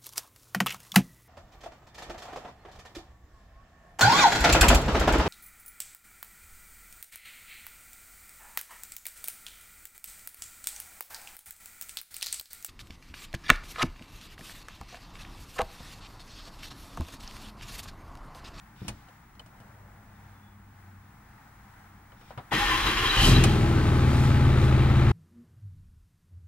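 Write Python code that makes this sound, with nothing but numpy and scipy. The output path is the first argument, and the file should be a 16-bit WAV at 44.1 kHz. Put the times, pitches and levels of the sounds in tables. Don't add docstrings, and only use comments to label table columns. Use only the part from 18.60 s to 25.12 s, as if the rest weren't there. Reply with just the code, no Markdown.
import sys
import numpy as np
from scipy import signal
from scipy.fft import rfft, irfft, next_fast_len
from scipy.io import wavfile
from scipy.ndimage import uniform_filter1d

SR = 44100
rng = np.random.default_rng(int(sys.argv[2]) if len(sys.argv) > 2 else 0)


def transcribe(signal):
    frames = np.atleast_2d(signal).T
    limited = np.clip(frames, -1, 1)
    pcm = np.round(limited * 32767).astype(np.int16)
    wavfile.write(sys.argv[1], SR, pcm)


N = 287532
T = np.arange(N) / SR


def undb(db):
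    return 10 ** (np.asarray(db) / 20)


def unit(x):
    return x / np.sqrt(np.mean(x ** 2) + 1e-20)


def steady(x):
    power = uniform_filter1d(uniform_filter1d(x ** 2, size=3000), size=3000)
    return x / np.sqrt(np.abs(power) + 1e-4 * np.mean(x ** 2))


def noise():
    return rng.standard_normal((2, N))


def walk(rate):
    k = max(int(SR / rate), 1)
    steps = np.repeat(rng.standard_normal(N // k + 1), k)
    return 1.3 * uniform_filter1d(uniform_filter1d(steps, k), k)[:N]


def response(points):
    size = 8192
    hz, db = np.transpose(points)
    f = np.maximum(np.fft.rfftfreq(size, 1 / SR), 1)
    octaves_beyond = np.maximum(np.log2(hz[0] / f), 0) + np.maximum(np.log2(f / hz[-1]), 0)
    gain = undb(np.interp(np.log(f), np.log(hz), db) - 24 * octaves_beyond)
    cepstrum = irfft(np.log(gain + 1e-5), size)
    cepstrum[1:size // 2] *= 2
    cepstrum[size // 2 + 1:] = 0
    return irfft(np.exp(rfft(cepstrum)), size)


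def colour(x, points):
    return signal.oaconvolve(np.atleast_2d(x), response(points)[None], axes=1)[:, :N]


def ring(x, modes):
    return sum(undb(db) * signal.lfilter(*signal.iirpeak(hz, hz / abs(width), fs=SR), x)
               for hz, width, db in modes)


def hits(at, levels_db):
    return np.bincount((at * SR).astype(int), undb(levels_db), N)


def blows(cycles, scatter_db):
    at = np.flatnonzero(np.diff(np.floor(cycles)) > 0)
    out = np.zeros(N)
    out[at] = undb(scatter_db * rng.standard_normal(len(at)))
    return out


def fade(x, seconds):
    return signal.lfilter([1], [1, -np.exp(-1 / (seconds * SR))], x)


def cushion(x, seconds):
    return fade(fade(x, seconds), seconds) / (seconds * SR) ** 2


def ramp(start, length):
    return np.clip((T - start) / length, 0, 1)


def since(start):
    return np.maximum(T - start, 0)


def swell(start, rise, hold, fall):
    return ramp(start, rise) * np.exp(-since(start + rise + hold) / fall)


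def bump(at, half):
    return np.exp(-((T - at) / half) ** 2)


def chirps(table, rough):
    out = 0
    for at, half, hz, glide, flutter_hz, db in table:
        near = np.abs(T - at) < 3 * half
        phase = 2 * np.pi * np.cumsum((hz + glide * (T - at)) * near) / SR
        tone = (1 + rough * walk(flutter_hz)) * np.sin(phase) + rough * walk(flutter_hz) * np.cos(phase)
        out = out + undb(db) * bump(at, half) * tone / np.sqrt(1 + rough ** 2)
    return out


RUMBLE_DB, AIR_DB, AIR_RISE_DB_PER_S = -55.5, -60.5, .5
KEY_ON_S, SURGE_DB, SURGE_FALL_S = 0.24, -45, 0.031


def background():
    rumble = unit(colour(noise(), [
        (22, -4), (40, -5), (58, 4.0), (75, -7.0), (125, 1.0), (160, -9.0), (205, -3),
        (240, -12.0), (290, -10.5), (420, -23.5), (600, -36.5)]))
    air = unit(colour(noise() * undb(1.16 * walk(6.94)), [
        (400, -10.0), (620, -6), (800, 5.5), (1100, 1.5), (1400, 2.0), (2000, -2),
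        (2800, -13.5), (4500, -19.5), (9000, -21.5), (15000, -21.5)]))
    surge = undb(SURGE_DB) * swell(KEY_ON_S, 0.033, 0.047, SURGE_FALL_S)
    whistle = undb(-72) * np.sin(2 * np.pi * 15627 * T)
    return rumble * (undb(RUMBLE_DB) + surge) + air * undb(AIR_DB + AIR_RISE_DB_PER_S * T) + whistle


# (t/s, thud level/dB, clack level/dB, tick level/dB, metal ring level/dB)
CLICKS = [(0.2177, -26, -55, -72, -75), (0.249, -32, -57, -62, -70), (0.281, -31, -39, -29.5, -42),
          (0.485, -61, -55, -60, -56), (0.752, -65, -62, -63, -59), (0.795, -53, -51, -53, -39.5),
          (0.861, -52, -59, -56.5, -70), (1.002, -41, -61, -58.5, -65), (3.52, -63, -53, -74, -56),
          (3.611, -45, -55, -63, -60), (3.706, -44, -44, -65, -69), (3.776, -30, -36, -56, -64),
          (3.918, -32, -28.5, -44, -50), (4.838, -34, -26.5, -19, -22.5), (4.893, -47, -49, -43, -40)]
# (start t/s, length t/s, level/dB)
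KEY_TURNS = [(0.15, 0.13, -58), (3.565, 0.14, -62.5)]
# (f/Hz, width/Hz, level/dB)
COLUMN = [(109, 20, 7), (137, 34, 5), (175, 27, -2), (239, 26, -10), (310, 13, -25), (425, 17, -20)]
# (f/Hz, width/Hz, level/dB)
LOCK = [(3040, 100, 9), (4050, 220, -2), (6150, 180, -20), (8900, 300, -19)]
# (f/Hz, width/Hz, level/dB)
BARREL = [(1440, 60, 0), (2420, 70, -2), (3650, 120, -5), (4680, 90, -10), (5370, 150, -10)]
# (f/Hz, width/Hz, level/dB)
DETENT = [(1238, 40, 1), (2500, 42, 11), (2915, 55, 13), (4220, 50, 2), (6100, 50, -3), (8770, 55, 6),
          (9070, 60, -6)]
PUSH_S = 0.00052
KEY_EASE_S = 0.014
TAIL_DB, TAIL_T60_S = -35, 1.2


def ignition():
    at, thud_db, clack_db, tick_db, ring_db = np.transpose(CLICKS)

    def burst(levels_db, t60, points):
        rattle = noise() * fade(hits(at, levels_db), t60 / np.log(1000))
        return colour(rattle, points) / np.linalg.norm(response(points))

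    push = cushion(hits(at, thud_db), PUSH_S)
    thud_body = burst(thud_db - 9.5, 0.097, [
        (80, -10.0), (120, 6.5), (200, -0.5), (400, -4.5), (600, -33.0)])
    thud = undb(37) * ring(push, COLUMN) + thud_body
    clack = burst(clack_db, 0.14, [
        (450, 3.0), (800, 7.0), (1500, -1.5), (2600, -14.0), (3500, -14.5)])
    metal = [(2000, 4.0), (2800, 4.0), (4500, 3.0), (6500, 0.5), (9000, 0.5), (15000, -15)]
    snap = burst(tick_db, 0.069, metal)
    jingle = ring(burst(ring_db, 0.028, metal), LOCK)
    tick = 0.5 * (snap + ring(snap, DETENT)) + 1.2 * jingle
    tail = burst(tick_db + TAIL_DB, TAIL_T60_S, [
        (400, 6), (1500, 2), (3500, 9), (7000, 0), (14000, -10)])
    sliding = sum(undb(db) * np.sqrt(swell(start, length, 0, KEY_EASE_S))
                  for start, length, db in KEY_TURNS)
    scrape = unit(colour(noise() * undb(2 * walk(180)), [
        (500, -25), (1500, 8), (3300, 6.0), (5800, -5.0), (7500, -9), (14000, -8)]))
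    scrape = unit(scrape + 0.71 * unit(ring(noise(), BARREL)))
    return thud + clack + tick + tail + sliding * scrape


RUSH_S, RUSH_HOLD_S, RUSH_FALL_S, RUSH_DB = 0.87, 0.27, 0.47, -63.5


def fuel_rush():
    rush = unit(colour(noise(), [(350, -9.0), (580, -1), (800, -1), (1200, -8)]))
    return undb(RUSH_DB) * rush * swell(RUSH_S, 0.098, RUSH_HOLD_S, RUSH_FALL_S)


# (start t/s, hold t/s, f/Hz, level/dB)
PUMP_RUNS = [(0.983, 1.22, 99.7, -53), (2.75, 0.41, 96.3, -57)]
PUMP_RISE_S, PUMP_FALL_S, PUMP_SAG_HZ_PER_S = 0.24, 0.17, 2.36


def pump():
    out = 0
    for start, hold, hz, db in PUMP_RUNS:
        pitch = (hz - PUMP_SAG_HZ_PER_S * since(start)) * (1 + 0.0089 * walk(12.08))
        phase = 2 * np.pi * np.cumsum(pitch) / SR
        hum = np.sin(phase) + undb(-8) * np.sin(2.1 * phase)
        level = undb(db + 1.2 * walk(6.0))
        out = out + hum * level * swell(start, PUMP_RISE_S, hold, PUMP_FALL_S)
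    return out


# (peak t/s, half length t/s, f/Hz, glide Hz/s, flutter f/Hz, level/dB)
THIN_TONES = [(1.64, 0.11, 3620, -300, 149, -78), (1.83, 0.13, 3470, -400, 149, -76),
              (2.43, .12, 3600, -2, 150, -83), (3.33, 0.093, 3560, -300, 150, -85)]


def thin_tones():
    return chirps(THIN_TONES, rough=.8)


# (t/s, rocking of the engine level/dB, whine of the loaded gears level/dB)
COMPRESSIONS = [(3.935, -38.5, -55), (4.08, -62, -29), (4.254, -36, -33.5), (4.41, -37, -34),
                (4.57, -32.5, -59)]


def stroke(lead):
    at = np.transpose(COMPRESSIONS)[0]
    return np.cos(2 * np.pi * np.interp(T + lead, at, np.arange(len(at))))


SWING, SWING_LEAD_S = .04, .03
OVERRUN, OVERRUN_S, OVERRUN_RISE_S = .16, 4.46, 0.082


def starter_speed():
    return 1 + SWING * stroke(SWING_LEAD_S) + OVERRUN * ramp(OVERRUN_S, OVERRUN_RISE_S)


# (f/Hz, level/dB)
ROCK_COLOUR = [(22, 0), (46, 4), (65, -7.5), (115, -4), (152, -18), (211, -11), (258, -15.5), (327, -8),
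               (420, -14), (520, -30)]
# (f/Hz, level/dB)
GEAR_COLOUR = [(450, -8), (650, -17.5), (810, -3), (880, -5), (1050, 3), (1420, -2), (1850, -0.5),
               (2300, -4.5), (3160, -9), (3600, -5), (4020, -26), (4700, -19), (8700, -26.5), (12000, -25),
               (15800, -37)]
# (f/Hz, width/Hz, level/dB)
HOUSING = [(830, 6.7, 6.5), (1060, 32, -23), (1580, 14, -12), (1825, 73, -8), (2430, 210, -7),
           (2703, 50, 1), (2913, 40, 2), (3110, 87, 2.5), (3830, 210, -1.5)]
# (multiple of the whine pitch, level/dB)
WHINE = [(1, 1), (1.1, -8), (1.402, -20), (1.72, -13), (1.999, -11.5), (2.3, -9), (2.65, -11), (3, -8.5),
         (3.749, -24)]
# (f/Hz, width/Hz, level/dB)
MOUNTS = [(46.3, 14, -4), (114, 23, -9.5)]
STARTER_ON_S, STARTER_RISE_S, STARTER_HOLD_S, STARTER_FALL_S = 3.908, 0.027, 0.79, 0.19
KEY_RELEASE_S = 4.86
GRIND_DB, GRIND_LOAD_DB, WHINE_DB, ROCK_DB = -30, 1.5, -42.5, -34
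BOUNCE_DB, ROCK_SWING_DB = 64, 1
WHINE_HZ, MESH_HZ = 1068, 325
STROKE_RISE_S, STROKE_HOLD_S, STROKE_FALL_S = 0.012, 0.026, 0.052
WHINE_DELAY_S = 0.014


def starter():
    speed = starter_speed()
    at, rock_db, whine_db = np.transpose(COMPRESSIONS)
    loads = np.array([swell(s, STROKE_RISE_S, STROKE_HOLD_S, STROKE_FALL_S) for s in at])
    teeth = np.cumsum(MESH_HZ * speed) / SR
    strikes = blows(teeth + 0.046 * walk(300), 2.0)
    chatter = 6.1 + fade(blows(teeth / 3 + 0.1 * walk(67), 6.2), 0.079)
    worn_spot = (teeth / 3 % 1 * 420).astype(int)
    wear = rng.standard_normal((2, 420))[:, worn_spot]
    scrape = unit(noise() * (0.8 + fade(strikes, 0.0018)))
    grind = chatter * (scrape + .5 * unit(strikes) + .65 * wear)
    pulling = swell(STARTER_ON_S, STARTER_RISE_S, STARTER_HOLD_S, fall=1.0)
    screech_db = -6 + 20 * (speed - 1)
    screech = steady(ring(ring(grind, HOUSING), [(1760, 4000, 0)]))
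    gears = steady(colour(grind, GEAR_COLOUR)) + pulling * undb(screech_db) * screech
    gears = gears * undb(GRIND_DB + GRIND_LOAD_DB * loads.sum(0))
    phase = 2 * np.pi * np.cumsum(WHINE_HZ * speed * (1 + 0.00928 * walk(150))) / SR
    whine = sum(undb(db) * (1 + .45 * walk(70)) * np.sin(k * phase + .65 * walk(60)) for k, db in WHINE)
    mesh = undb(-8.5 + 2 * walk(15)) * np.sin(2 * np.pi * teeth)
    strain = sum(undb(db) * swell(s + WHINE_DELAY_S, 0.013, 0.018, 0.035) for s, db in zip(at, whine_db))
    tones = pulling * (whine + mesh) * (undb(WHINE_DB) + strain)
    sway = ramp(STARTER_ON_S + 0.046, 0.046)
    light = steady(colour(noise(), [(85, -1.0), (210, 2.0), (330, 0.5), (480, -12.5)]))
    shake = sway * steady(colour(noise(), ROCK_COLOUR)) + (1 - sway) * light
    bounce = undb(BOUNCE_DB) * ring(hits(at, rock_db), MOUNTS)
    shake_level = undb(ROCK_DB + ROCK_SWING_DB * stroke(-0.018)) + undb(rock_db) @ loads
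    rocking = bounce + shake * shake_level
    engaged = swell(STARTER_ON_S, STARTER_RISE_S, STARTER_HOLD_S, STARTER_FALL_S)
    engaged = engaged * (1 - ramp(KEY_RELEASE_S, 0.35))
    return engaged * (gears + tones + rocking)


# (peak t/s, half length t/s, f/Hz, glide Hz/s, flutter f/Hz, level/dB)
SQUEALS = [(3.945, .04, 1897, -1300, 330, -29.5), (4.02, .05, 823, -100, 20, -34),
           (4.075, .06, 1805, -800, 120, -32), (4.27, .035, 3890, -300, 196, -36.5),
           (4.47, .025, 3220, -1500, 215, -29), (4.505, .03, 3910, 1500, 400, -32),
           (4.525, .018, 1187, 1501, 80, -29.5), (4.543, .018, 1540, 0, 60, -30),
           (4.598, .026, 2995, 1500, 600, -25), (4.65, 0.026, 3080, 1503, 600, -25),
           (4.76, .02, 3960, -1000, 160, -32)]


def squeal():
    return ramp(STARTER_ON_S, 0.011) * chirps(SQUEALS, rough=1.1)


CATCH_S, FUEL_RISE_S, FUEL_HOLD_S, FUEL_FALL_S = 4.55, 0.14, 0.1, 0.11
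CRANKING_HZ, IDLE_HZ, FLARE_HZ = 4.5, 19.058, 2.021
RUN_UP_S, FLARE_HOLD_S, SETTLE_S, SAG_HZ_PER_S = .13, .0986, .2957, .58


def crank_speed():
    after = since(CATCH_S + RUN_UP_S + FLARE_HOLD_S)
    running = IDLE_HZ + FLARE_HZ * np.exp(-after / SETTLE_S) - SAG_HZ_PER_S * after
    return CRANKING_HZ + (running - CRANKING_HZ) * np.sin(np.pi / 2 * ramp(CATCH_S, RUN_UP_S))


def orders(turns, table, waver, lag):
    lines = 0
    for k, db in table:
        phase = 2 * np.pi * k * turns - lag * k * k + waver * walk(11.0)
        lines = lines + undb(db) * (1 + waver * walk(9.9)) * np.sin(phase)
    return unit(lines)


# (multiple of the crank speed, level/dB)
DRONE = [(2, -5.5), (3, -21), (4, 3.5), (5, -2.5), (5.37, -4.5), (6, -8.5), (6.35, -21), (7, -1), (8, -11)]
# (multiple of the crank speed, level/dB)
GROWL = [(9, 0.5), (10, -7), (11, -5.5), (12, 0.5), (13, -15), (13.75, -2.5), (14, -14), (15, -3.5),
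         (16, -1), (17, -4), (18, -12.5), (19, -1.5), (20, -11), (21, -16), (22, -4.5), (23, -8)]
# (f/Hz, level/dB)
BOOM = [(20, -18.5), (33, 4), (50, -2.5), (65, -4.5), (90, -10), (120, 3.5), (150, -13.5), (220, -27.5)]
BLOCK = [(110, -24.5), (165, -2), (200, -1), (260, -1.5), (295, -4), (335, -6), (410, -3.5), (490, -23),
         (700, -29)]
CLATTER = [(400, -13.5), (490, 0.5), (760, -4), (822, 0.5), (920, -3.5), (1160, -1.5), (1540, -10.5),
           (1680, -8), (1820, -7.5), (2400, -9.5), (3200, -15), (3860, -15), (4800, -26.5), (7000, -35.5)]
HISS = [(3000, -3.5), (4500, -1.5), (5700, -8.5), (7500, -9), (10000, -13), (13400, -17.5), (15800, -31)]
# (f/Hz, width/Hz, level/dB)
PANELS = [(200.3, 6.3, 5.5), (220, 9.9, -8.5), (257.2, 9.4, 1), (331.5, 13.2, 4.5)]
FIRING_DB = [0.5, -5.5, -9, 2]
# (peak t/s, half length t/s, level/dB)
GULPS = [(4.664, 0.07, -30), (5.616, 0.16, -48.5), (6.036, 0.065, -51.5)]
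# (t/s, exhaust thump level/dB, extra knock level/dB, hollow bang level/dB)
HARD_FIRINGS = [(4.636, -25, -2, -42), (4.667, -19.5, 2, -29.5), (4.693, -17, 0, -37),
                (4.719, -17.5, -1, -40), (4.74, -22.5, -1, -40), (4.762, -23.5, 1, -31)]
KNOCK_RISE_S, KNOCK_HOLD_S, KNOCK_FALL_S = 0.0069, 0.007, 0.0075
START_TURNS = .815
DRONE_DB, DRONE_FUEL_DB, DRONE_RISE_S = -18.4, 11.4, .19
PUFF_DB, PUFF_FUEL_DB = -25.5, 8.5
GROWL_DB, GROWL_FUEL_DB, GROWL_DB_PER_HZ = -28, 2, 1
BLOCK_DB, BLOCK_FUEL_DB = -1, 6
CLATTER_DB, CLATTER_FUEL_DB = -34, -2
HISS_DB, HISS_FUEL_DB, HISS_EASE_DB_PER_S = -48, 1.5, 3.5
BOOM_SPEED_HZ, OFF_BOOM_DB_PER_HZ, OFF_BOOM_DB = 18.59, 5.5, 12
BOOM_RISE_S, GROWL_DELAY_S, GROWL_RISE_S = 0.094, 0.053, 0.039


def engine():
    speed = crank_speed()
    turns = START_TURNS + np.cumsum(speed) / SR
    fuel = swell(CATCH_S, FUEL_RISE_S, FUEL_HOLD_S, FUEL_FALL_S)
    firings = 4 * turns
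    lines = orders(turns, DRONE, waver=.1, lag=.18)
    drone = steady(colour(lines, [
        (20, -5.5), (36, 2.5), (46, 1.0), (73, -1), (92, 0), (129, 6.5), (138, -1.0),
        (147, -0.5), (165, -15.5), (220, -20.5)]))
    off_boom_db = np.clip(OFF_BOOM_DB_PER_HZ * (speed - BOOM_SPEED_HZ), 0, OFF_BOOM_DB)
    drone = drone * undb(DRONE_DB + DRONE_FUEL_DB * fuel - off_boom_db) * ramp(CATCH_S, DRONE_RISE_S) ** 2
    puffs = blows(firings + .05 * walk(60), 2) * (1 + .55 * np.cos(np.pi * firings))
    boom = drone + steady(colour(puffs, BOOM)) * undb(PUFF_DB + PUFF_FUEL_DB * fuel)

    thumps = blows(firings, 1.5) * undb(FIRING_DB)[firings.astype(int) % 4]
    block = steady(colour(thumps + 0.092 * noise() * fade(thumps, 0.012), BLOCK))
    growl = orders(turns, GROWL, waver=.27, lag=.16)
    growl = growl + undb(BLOCK_DB + BLOCK_FUEL_DB * fuel) * block
    growl = steady(growl + ring(growl, PANELS))
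    hard_db = sum(db * swell(at, KNOCK_RISE_S, KNOCK_HOLD_S, KNOCK_FALL_S)
                  for at, _, db, _ in HARD_FIRINGS)
    speed_db = GROWL_DB_PER_HZ * (speed - IDLE_HZ)
    growl = growl * undb(GROWL_DB + GROWL_FUEL_DB * fuel + speed_db + hard_db)

    knocks = fade(blows(firings + .15 * walk(70), 1.5), .008) * (1 + .13 * np.sin(2 * np.pi * turns))
    rattle = noise() * (1.1 + knocks)
    metal_ring = unit(ring(rattle, [(843, 7.6, 5.5), (1290, 155, -5.0), (1524, 3.5, 7.0)]))
    clatter = steady(unit(colour(rattle, CLATTER)) + undb(-7.5) * metal_ring)
    clatter = clatter * undb(CLATTER_DB + CLATTER_FUEL_DB * fuel + hard_db)

    ease_db = HISS_EASE_DB_PER_S * since(CATCH_S + RUN_UP_S)
    draught = undb(HISS_DB + HISS_FUEL_DB * fuel - ease_db)
    gulps = sum(undb(db) * bump(at, half) for at, half, db in GULPS)
    hiss = steady(colour(noise() * (1 + 0.13 * knocks), HISS)) * np.hypot(draught, gulps)
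    return (ramp(CATCH_S, BOOM_RISE_S) * boom
            + ramp(CATCH_S + GROWL_DELAY_S, GROWL_RISE_S) * growl
            + ramp(CATCH_S, 0.012) * (clatter + hiss))


# (f/Hz, level/dB)
BANG = [(250, -3), (420, -2), (600, -1), (830, -2), (1050, -12)]
# (f/Hz, width/Hz, level/dB)
EXHAUST = [(46, 26, -10), (106, 30, 0)]
THUMP_DELAY_S, THUMP_PUSH_S = .009, .0007


def first_firings():
    at, thump_db, _, _ = np.transpose(HARD_FIRINGS)
    pushes = cushion(hits(at + THUMP_DELAY_S, thump_db), THUMP_PUSH_S)
    bangs = sum(undb(db) * swell(s, KNOCK_RISE_S, KNOCK_HOLD_S, KNOCK_FALL_S)
                for s, _, _, db in HARD_FIRINGS)
    return bangs * unit(colour(noise(), BANG)) - undb(48) * ring(pushes, EXHAUST)


# (f/Hz, side against mid level/dB)
WIDTH = [(30, -34), (60, -57), (125, -26.5), (250, -16), (500, -10.5), (1000, -6), (2000, -6.5), (4000, -1),
         (8000, 3), (13000, -2), (18000, -4)]
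# (f/Hz, left minus right level/dB)
LEAN = [(30, .2), (70, 1.1), (125, 1.7), (250, 1), (500, .3), (1000, 3.2), (2000, 3.2), (4000, 1.1),
        (8000, -.3), (18000, -.7)]


def cabin(x, shared, lean, wide_db):
    margin = 8192
    size = next_fast_len(N + 2 * margin)
    padded = np.pad(x, ((0, 0), (margin, margin)), mode="reflect")
    front, around = rfft(padded, size, axis=1)
    share = np.clip(shared, 0, 1)
    log_hz = np.log(np.fft.rfftfreq(size, 1 / SR) + 1)
    width_db, lean_db = (np.interp(log_hz, np.log(hz), db)
                         for hz, db in (np.transpose(WIDTH), np.transpose(LEAN)))
    mix = (share * front + (1 - share) * around) / np.hypot(share, 1 - share)
    side = 1j * undb(width_db + wide_db) * mix
    ears = [irfft((front + s * side) * undb(s * lean * lean_db / 2), size) for s in (1, -1)]
    return np.array(ears)[:, margin:margin + N]


QUIET_LEAN, STARTER_LEAN, ENGINE_LEAN = 0.85, 0.8, 1


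def scene():
    quiet = background() + ignition() + fuel_rush() + pump() + thin_tones()
    return (cabin(quiet, shared=0.16, lean=QUIET_LEAN, wide_db=1.0)
            + cabin(starter() + squeal(), shared=0.28, lean=STARTER_LEAN, wide_db=-0.5)
            + cabin(engine() + first_firings(), shared=0.57, lean=ENGINE_LEAN, wide_db=0.4))


TOP_HZ = 15800


def record(dry):
    closing = np.minimum((T[-1] - T) / .004, 1)
    low_pass = signal.ellip(10, .2, 80, TOP_HZ, fs=SR, output="sos")
    return closing * signal.sosfilt(low_pass, dry)


dry = scene()
out = record(dry)
transcribe(out)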